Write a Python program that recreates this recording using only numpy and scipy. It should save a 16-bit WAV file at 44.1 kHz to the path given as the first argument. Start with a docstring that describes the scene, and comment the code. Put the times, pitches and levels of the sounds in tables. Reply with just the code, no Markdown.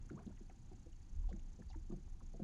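"""Lake waves under a boat

Small waves slap a hollow hull: decaying sines ring its modes under a dull burst of noise.
Trapped air plips, gulps and gurgles as short gliding or clustered tones; spray spits in bands of noise.
Light wind rumbles on the microphone in gusts, and ripples keep up a faint wash against the hull.
Under it lie the camera's steady hiss and a thin electrical flutter, both of shaped noise."""
import sys
import numpy as np
from scipy.fft import rfft, irfft, next_fast_len
from scipy.io import wavfile
from scipy.ndimage import uniform_filter1d, map_coordinates

SR = 44100
rng = np.random.default_rng(int(sys.argv[2]) if len(sys.argv) > 2 else 0)


def dump(signal):
    """Clip the signal to [-1, 1] and save it as 16-bit WAV at the path in sys.argv[1]."""
    limited = np.clip(np.atleast_2d(signal).T, -1, 1)
    pcm = np.round(limited * 32767).astype(np.int16)
    wavfile.write(sys.argv[1], SR, pcm)


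N = 107471  # length in samples


def amp(db):
    """Decibels to gain."""
    return 10 ** (np.asarray(db) / 20)


def unit(x):
    """Scale to rms 1."""
    return x / np.sqrt(np.mean(x ** 2) + 1e-20)


def along(points, hz):
    """Read (Hz, value) points on a log-frequency axis."""
    point_hz, value = np.transpose(points)
    return np.interp(np.log(hz + 1), np.log(point_hz + 1), value)


def filtered(x, response):
    """Multiply the spectrum of x by a response of frequency, padded so that no tail wraps round."""
    size = next_fast_len(N + SR // 2)
    hz = np.fft.rfftfreq(size, 1 / SR)
    return irfft(rfft(x, size) * response(hz), size)[:N]


def noise(spectrum):
    """Noise of rms 1 coloured by (Hz, dB) points."""
    white = rng.standard_normal(N)
    return unit(filtered(white, lambda hz: amp(along(spectrum, hz))))


def wobble(rate):
    """A smooth random curve through `rate` random knots a second."""
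    knots = rng.standard_normal(int(N * rate / SR) + 4)
    return map_coordinates(knots, [np.arange(N) * rate / SR])


def fade(t, t60, attack):
    """Soft onset at t = 0, then exponential decay by 60 dB in t60 seconds."""
    t = np.maximum(t, 0)
    decay = np.exp(-np.log(1000) * t / t60)
    return decay * (1 - np.exp(-t / attack))


def add(track, s, sound):
    """Mix a sound into the track at time s, cut off at the track's end."""
    part = track[max(round(s * SR), 0):][:len(sound)]
    part += sound[:len(part)]


def hull():
    """Each wave gives a dull slap and rings the hull's modes, randomly coloured and detuned each time."""
    # wave slaps, relative ring levels: start_s, low_db, middle_db, upper_db
    knocks = [(0.108, -38.5, -36.5, -58), (0.128, -36, -49.5, -63), (.174, -48.5, -64, -61),
              (0.265, -41, -42, -60), (0.408, -54, -53.5, -72), (.5, -97, -56, -65.5),
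              (0.714, -81, -46.5, -70), (.858, -58, -57, -64.5), (1.312, -50, -54, -58),
              (1.334, -46, -45.5, -79), (1.354, -50, -68.5, -62.5), (1.589, -45.5, -52, -57),
              (1.758, -57.5, -58, -67), (1.897, -38.5, -46, -62.5), (1.921, -37.5, -40.5, -59),
              (1.968, -56, -51, -74), (2.214, -51, -54.5, -67), (2.339, -44.5, -52, -52),
              (2.395, -37, -39.5, -48.5), (2.418, -39, -56, -58)]
    # modes of the hull at rest: pitch_hz, relative_level_db, t60_s
    hull_modes = [(142.3, -9, 0.25), (186.2, 2, 0.13), (213.2, 4, 0.097), (306.6, -1, 0.097),
                  (344.3, -2, 0.13), (360.4, -2, 0.11), (405, -13, 0.091), (496, 0, 0.093), (557, -12, 0.2),
                  (668, -1.5, 0.07), (736.5, -9, 0.098)]
    # pitches at which a knock's three ring levels apply: pitch_hz
    ring_hz = [182, 330.5, 525]
    # colour of the dull slap: frequency_hz, relative_level_db
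    slap_colour = [(60, -6.5), (150, 10.5), (350, -3), (480, -29), (800, -29.5), (1500, -23.5), (4000, -64)]
    waterline_detune = 0.035  # spread of each mode's shift from wave to wave, as a share of its pitch
    knock_trim_db, knock_attack_cycles, mode_scatter_db = -1.5, 2.5, 2.5
    slap_trim_db, slap_t60_s, slap_attack_s = -9, 0.11, 0.0021

    out, t = np.zeros(N), np.arange(SR // 3) / SR
    force, clock = np.zeros(N), np.arange(N) / SR
    rest_hz, mode_db, t60 = np.transpose(hull_modes)
    for s, *ring_db in knocks:
        hz = rest_hz * np.exp(waterline_detune * rng.standard_normal(len(rest_hz)))
        envelopes = fade(t, t60[:, None], knock_attack_cycles / hz[:, None])
        modes = np.sin(2 * np.pi * hz[:, None] * t) * envelopes
        colour_db = np.interp(np.log(hz), np.log(ring_hz), ring_db)
        colour_db += mode_scatter_db * rng.standard_normal(len(hz))
        add(out, s, amp(knock_trim_db + mode_db + colour_db) @ modes)
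        # the middle ring level also sets how hard the wave slaps
        force += amp(ring_db[1]) * fade(clock - s, slap_t60_s, slap_attack_s)
    return out + amp(slap_trim_db) * force * noise(slap_colour)


def plips():
    """Single air pockets ring briefly and glide up or down as they change size."""
    # air pockets: start_s, pitch_hz (at the start), level_db, t60_s, rise_octaves_per_s
    pockets = [(0.1004, 1450, -43, 0.013, -3), (.19, 990, -54.5, 0.043, 4), (.205, 717, -56, 0.078, -2),
               (.219, 391, -57, 0.068, 2), (.311, 1286, -70, 0.084, 26), (.325, 900, -60.5, 0.024, -7),
               (.377, 1980, -64.5, 0.036, -6), (.406, 385, -59.5, 0.079, -1), (.497, 734, -51, 0.033, 8),
               (.502, 374, -58.5, 0.035, 9), (.717, 770, -57, 0.025, 3), (.729, 741, -59.5, 0.054, 1.5),
               (.866, 482, -55.5, 0.04, 6), (.9295, 2910, -55.5, 0.011, 10), (1.24, 933, -62, 0.044, 4.5),
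               (1.289, 779, -50.5, 0.043, -5), (1.312, 483, -52.5, 0.057, -9.5), (1.59, 485, -56, 0.06, 4),
               (1.621, 1745, -58.5, 0.027, 2), (1.691, 4670, -61.5, 0.04, -5),
               (1.701, 786, -49.5, 0.013, 2), (1.709, 788, -55, 0.045, -2.5),
               (1.714, 2830, -61.5, 0.019, -4), (1.742, 897, -53.5, 0.047, 4),
               (1.757, 314.5, -49.5, 0.12, -0.5), (1.922, 675, -56, 0.05, 2),
               (2.206, 1160, -51.5, 0.011, -19), (2.338, 625, -54.5, 0.058, 3.5),
               (2.398, 597, -56, 0.036, 11.5)]
    out, t = np.zeros(N), np.arange(SR // 12) / SR
    for s, hz, db, t60, rise in pockets:
        phase = 2 * np.pi * np.cumsum(hz * 2 ** (rise * t)) / SR
        add(out, s, amp(db) * np.sin(phase) * fade(t, t60, attack=0.0012))
    return out


def gulps():
    """A cavity sings while it fills with water: the pitch climbs ever faster until it closes."""
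    # filling cavities: start_s, length_s, first_pitch_hz, last_pitch_hz, level_db (before the waver)
    cavities = [(.157, 0.038, 872, 1704, -64), (0.218, 0.031, 960, 2320, -73.5)]
    curve, edge_s, waver_db = 1.6, 0.0061, 3.5
    out, clock = np.zeros(N), np.arange(N) / SR
    for s, length, first_hz, last_hz, db in cavities:
        t = clock - s
        filling = np.clip(t / length, 0, 1) ** curve
        hz = first_hz * (last_hz / first_hz) ** filling
        swell = np.clip(np.minimum(t, length - t) / edge_s, 0, 1)
        tone = np.sin(2 * np.pi * np.cumsum(hz) / SR)
        out += amp(db + waver_db * wobble(200)) * swell * tone
    return out


def gurgles():
    """Water folding against the side sheds clusters of tiny bubbles, each a short decaying sine."""
    # bubble clusters: start_s, length_s, centre_pitch_hz, weakest_bubble_db
    clusters = [(0.091, .016, 1400, -73), (0.152, 0.053, 533, -72), (0.176, .044, 983, -77),
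                (0.276, .032, 726, -78), (0.365, 0.019, 1920, -78.5), (0.503, 0.019, 1300, -79),
                (1.287, .03, 695, -72.5), (1.618, 0.011, 1460, -73), (1.727, 0.022, 1290, -74),
                (1.909, .035, 698, -73)]
    bubbles_per_s = 660
    bubble_cycles = 18.7  # cycles in which a bubble falls by 60 dB
    bubble_spread = 0.29  # standard deviation of the natural log of pitch
    out, t = np.zeros(N), np.arange(SR // 20) / SR
    for s, length, hz, db in clusters:
        draws = rng.random((64, 3))
        count = int(np.clip(length * bubbles_per_s, 2, len(draws)))
        for k, (late, size, strength) in enumerate(draws[:count]):
            # sqrt(12) brings the uniform draw to a standard deviation of 1
            pitch = hz * np.exp(bubble_spread * np.sqrt(12) * (size - .5))
            ring = np.sin(2 * np.pi * pitch * t) * fade(t, bubble_cycles / pitch, 1 / pitch)
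            start = s + length * (k + late) / count
            add(out, start, amp(db + 17.9 * strength) * ring)
    return out


def splashes():
    """Droplets and crests breaking on the side: grainy spits of noise in a broad band round a pitch."""
    # spits of spray: start_s, centre_hz, level_db (before the fade), t60_s
    spits = [(0.099, 3400, -70.5, 0.048), (0.191, 1900, -68, 0.042), (0.265, 3230, -67, 0.04),
             (0.496, 2130, -58.5, 0.018), (1.289, 3660, -67.5, 0.11), (1.328, 1600, -60, 0.023),
             (1.392, 2640, -67.5, .025), (1.7, 4400, -64, 0.057), (1.747, 1610, -61.5, 0.02),
             (1.92, 3180, -65, .02), (2.078, 750, -59, 0.0099), (2.207, 1040, -59.5, 0.04)]
    half_width_octaves, grain_db = .55, 3
    out, t = np.zeros(N), np.arange(SR // 8) / SR
    octave = np.log2(np.fft.rfftfreq(len(t), 1 / SR) + 1)
    for s, hz, db, t60 in spits:
        band = np.exp(-((octave - np.log2(hz)) / half_width_octaves) ** 4)
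        drops = rng.standard_normal(len(t)) * amp(grain_db * wobble(842)[:len(t)])
        spray = unit(irfft(rfft(drops) * band, len(t)))
        add(out, s, amp(db) * spray * fade(t, t60, attack=.0015))
    return out


def wash():
    """Ripples keep the hull murmuring between the slaps: coloured noise that swells slightly."""
    # how hard the ripples stir the hull: time_s, level_db (before the swell)
    ripples = [(0, -59.5), (.4, -62), (1.049, -64), (1.45, -62.5), (1.898, -61.5), (2.44, -63)]
    # colour of the murmur: frequency_hz, relative_level_db
    wash_colour = [(20, -14.5), (60, -2.5), (90, 4), (125, -2.5), (180, -5.5), (260, -10), (350, -17.5),
                   (470, -26), (620, -30.5), (780, -23.5), (1100, -32), (2000, -36.5), (5000, -46),
                   (12000, -73)]
    swell_db = 1
    s, db = np.transpose(ripples)
    level_db = np.interp(np.arange(N) / SR, s, db)
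    return noise(wash_colour) * amp(level_db + swell_db * wobble(7.9))


def wind():
    """Gusts buffet the microphone with a deep rumble of noise."""
    # strength of the gusts: time_s, relative_level_db
    gusts = [(0, -52), (.06, -51), (.13, -66), (.27, -63), (.37, -53), (.47, -56), (.6, -64), (.66, -55),
             (.82, -60), (.94, -54), (1.09, -58), (1.17, -43), (1.31, -43), (1.38, -51), (1.54, -53),
             (1.6, -67), (1.67, -51), (1.93, -48), (2.02, -55), (2.14, -48), (2.19, -56), (2.26, -50),
             (2.44, -54)]
    # colour of the rumble: frequency_hz, relative_level_db
    rumble_colour = [(8, -30.5), (20, -5.5), (30, 2), (42, -13), (55, -13.5), (75, -12.5), (110, -42.5),
                     (200, -68), (400, -100)]
    wind_trim_db, buffet_db = 2.5, 1
    s, db = np.transpose(gusts)
    rumble = noise(rumble_colour)
    # even out the noise's own swells, so that the gusts set the level
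    power = np.abs(uniform_filter1d(rumble ** 2, size=SR // 12))
    rumble /= np.sqrt(power + 1e-6)
    gust_db = np.interp(np.arange(N) / SR, s, db)
    return rumble * amp(wind_trim_db + gust_db + buffet_db * wobble(11.91))


def camera_noise():
    """Steady hiss and a thin electrical flutter: noise bands pulsing about thirty times a second."""
    # colour of the hiss: frequency_hz, relative_level_db
    hiss_colour = [(100, -1), (2000, 3), (3500, 2), (4600, 2), (6500, 2), (7600, -2), (8400, -5.5),
                   (10000, -6), (11500, -18.5), (13000, -18), (16000, -25)]
    # bursts in each flutter cycle, both widths half the distance from centre to 1/e:
    # time_in_cycle_s, width_s, centre_hz, bandwidth_hz, level_db (at the peak, before the scatter)
    bursts = [(.017, 0.0011, 6530, 290, -78.5), (0.028, 0.0038, 6540, 483, -77),
              (0.029, 0.0026, 9900, 840, -90), (0.032, 0.0025, 4600, 230, -86)]
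    hiss_db, flutter_hz, scatter_db = -81.5, 29.94, 3
    t = np.arange(N) / SR
    out = amp(hiss_db) * noise(hiss_colour)
    for s, width, centre_hz, band_hz, db in bursts:
        # time from the nearest burst centre
        offset = (((t - s) * flutter_hz + .5) % 1 - .5) / flutter_hz
        pulse = np.exp(-(offset / width / 2) ** 2)
        white = rng.standard_normal(N)
        band = unit(filtered(white, lambda hz: np.exp(-((hz - centre_hz) / band_hz / 2) ** 2)))
        out += band * pulse * amp(db + scatter_db * wobble(90))
    return out


def scene():
    """Water on the hull, wind and the camera's own noise at one microphone."""
    water = hull() + plips() + gulps() + gurgles() + splashes() + wash()
    return (water + wind() + camera_noise())[None]


def record(dry):
    """The camera keeps nothing from its band limit upwards."""
    top_hz = 15800
    return filtered(dry[0], lambda hz: hz < top_hz)[None]


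dry = scene()
out = record(dry)
dump(out)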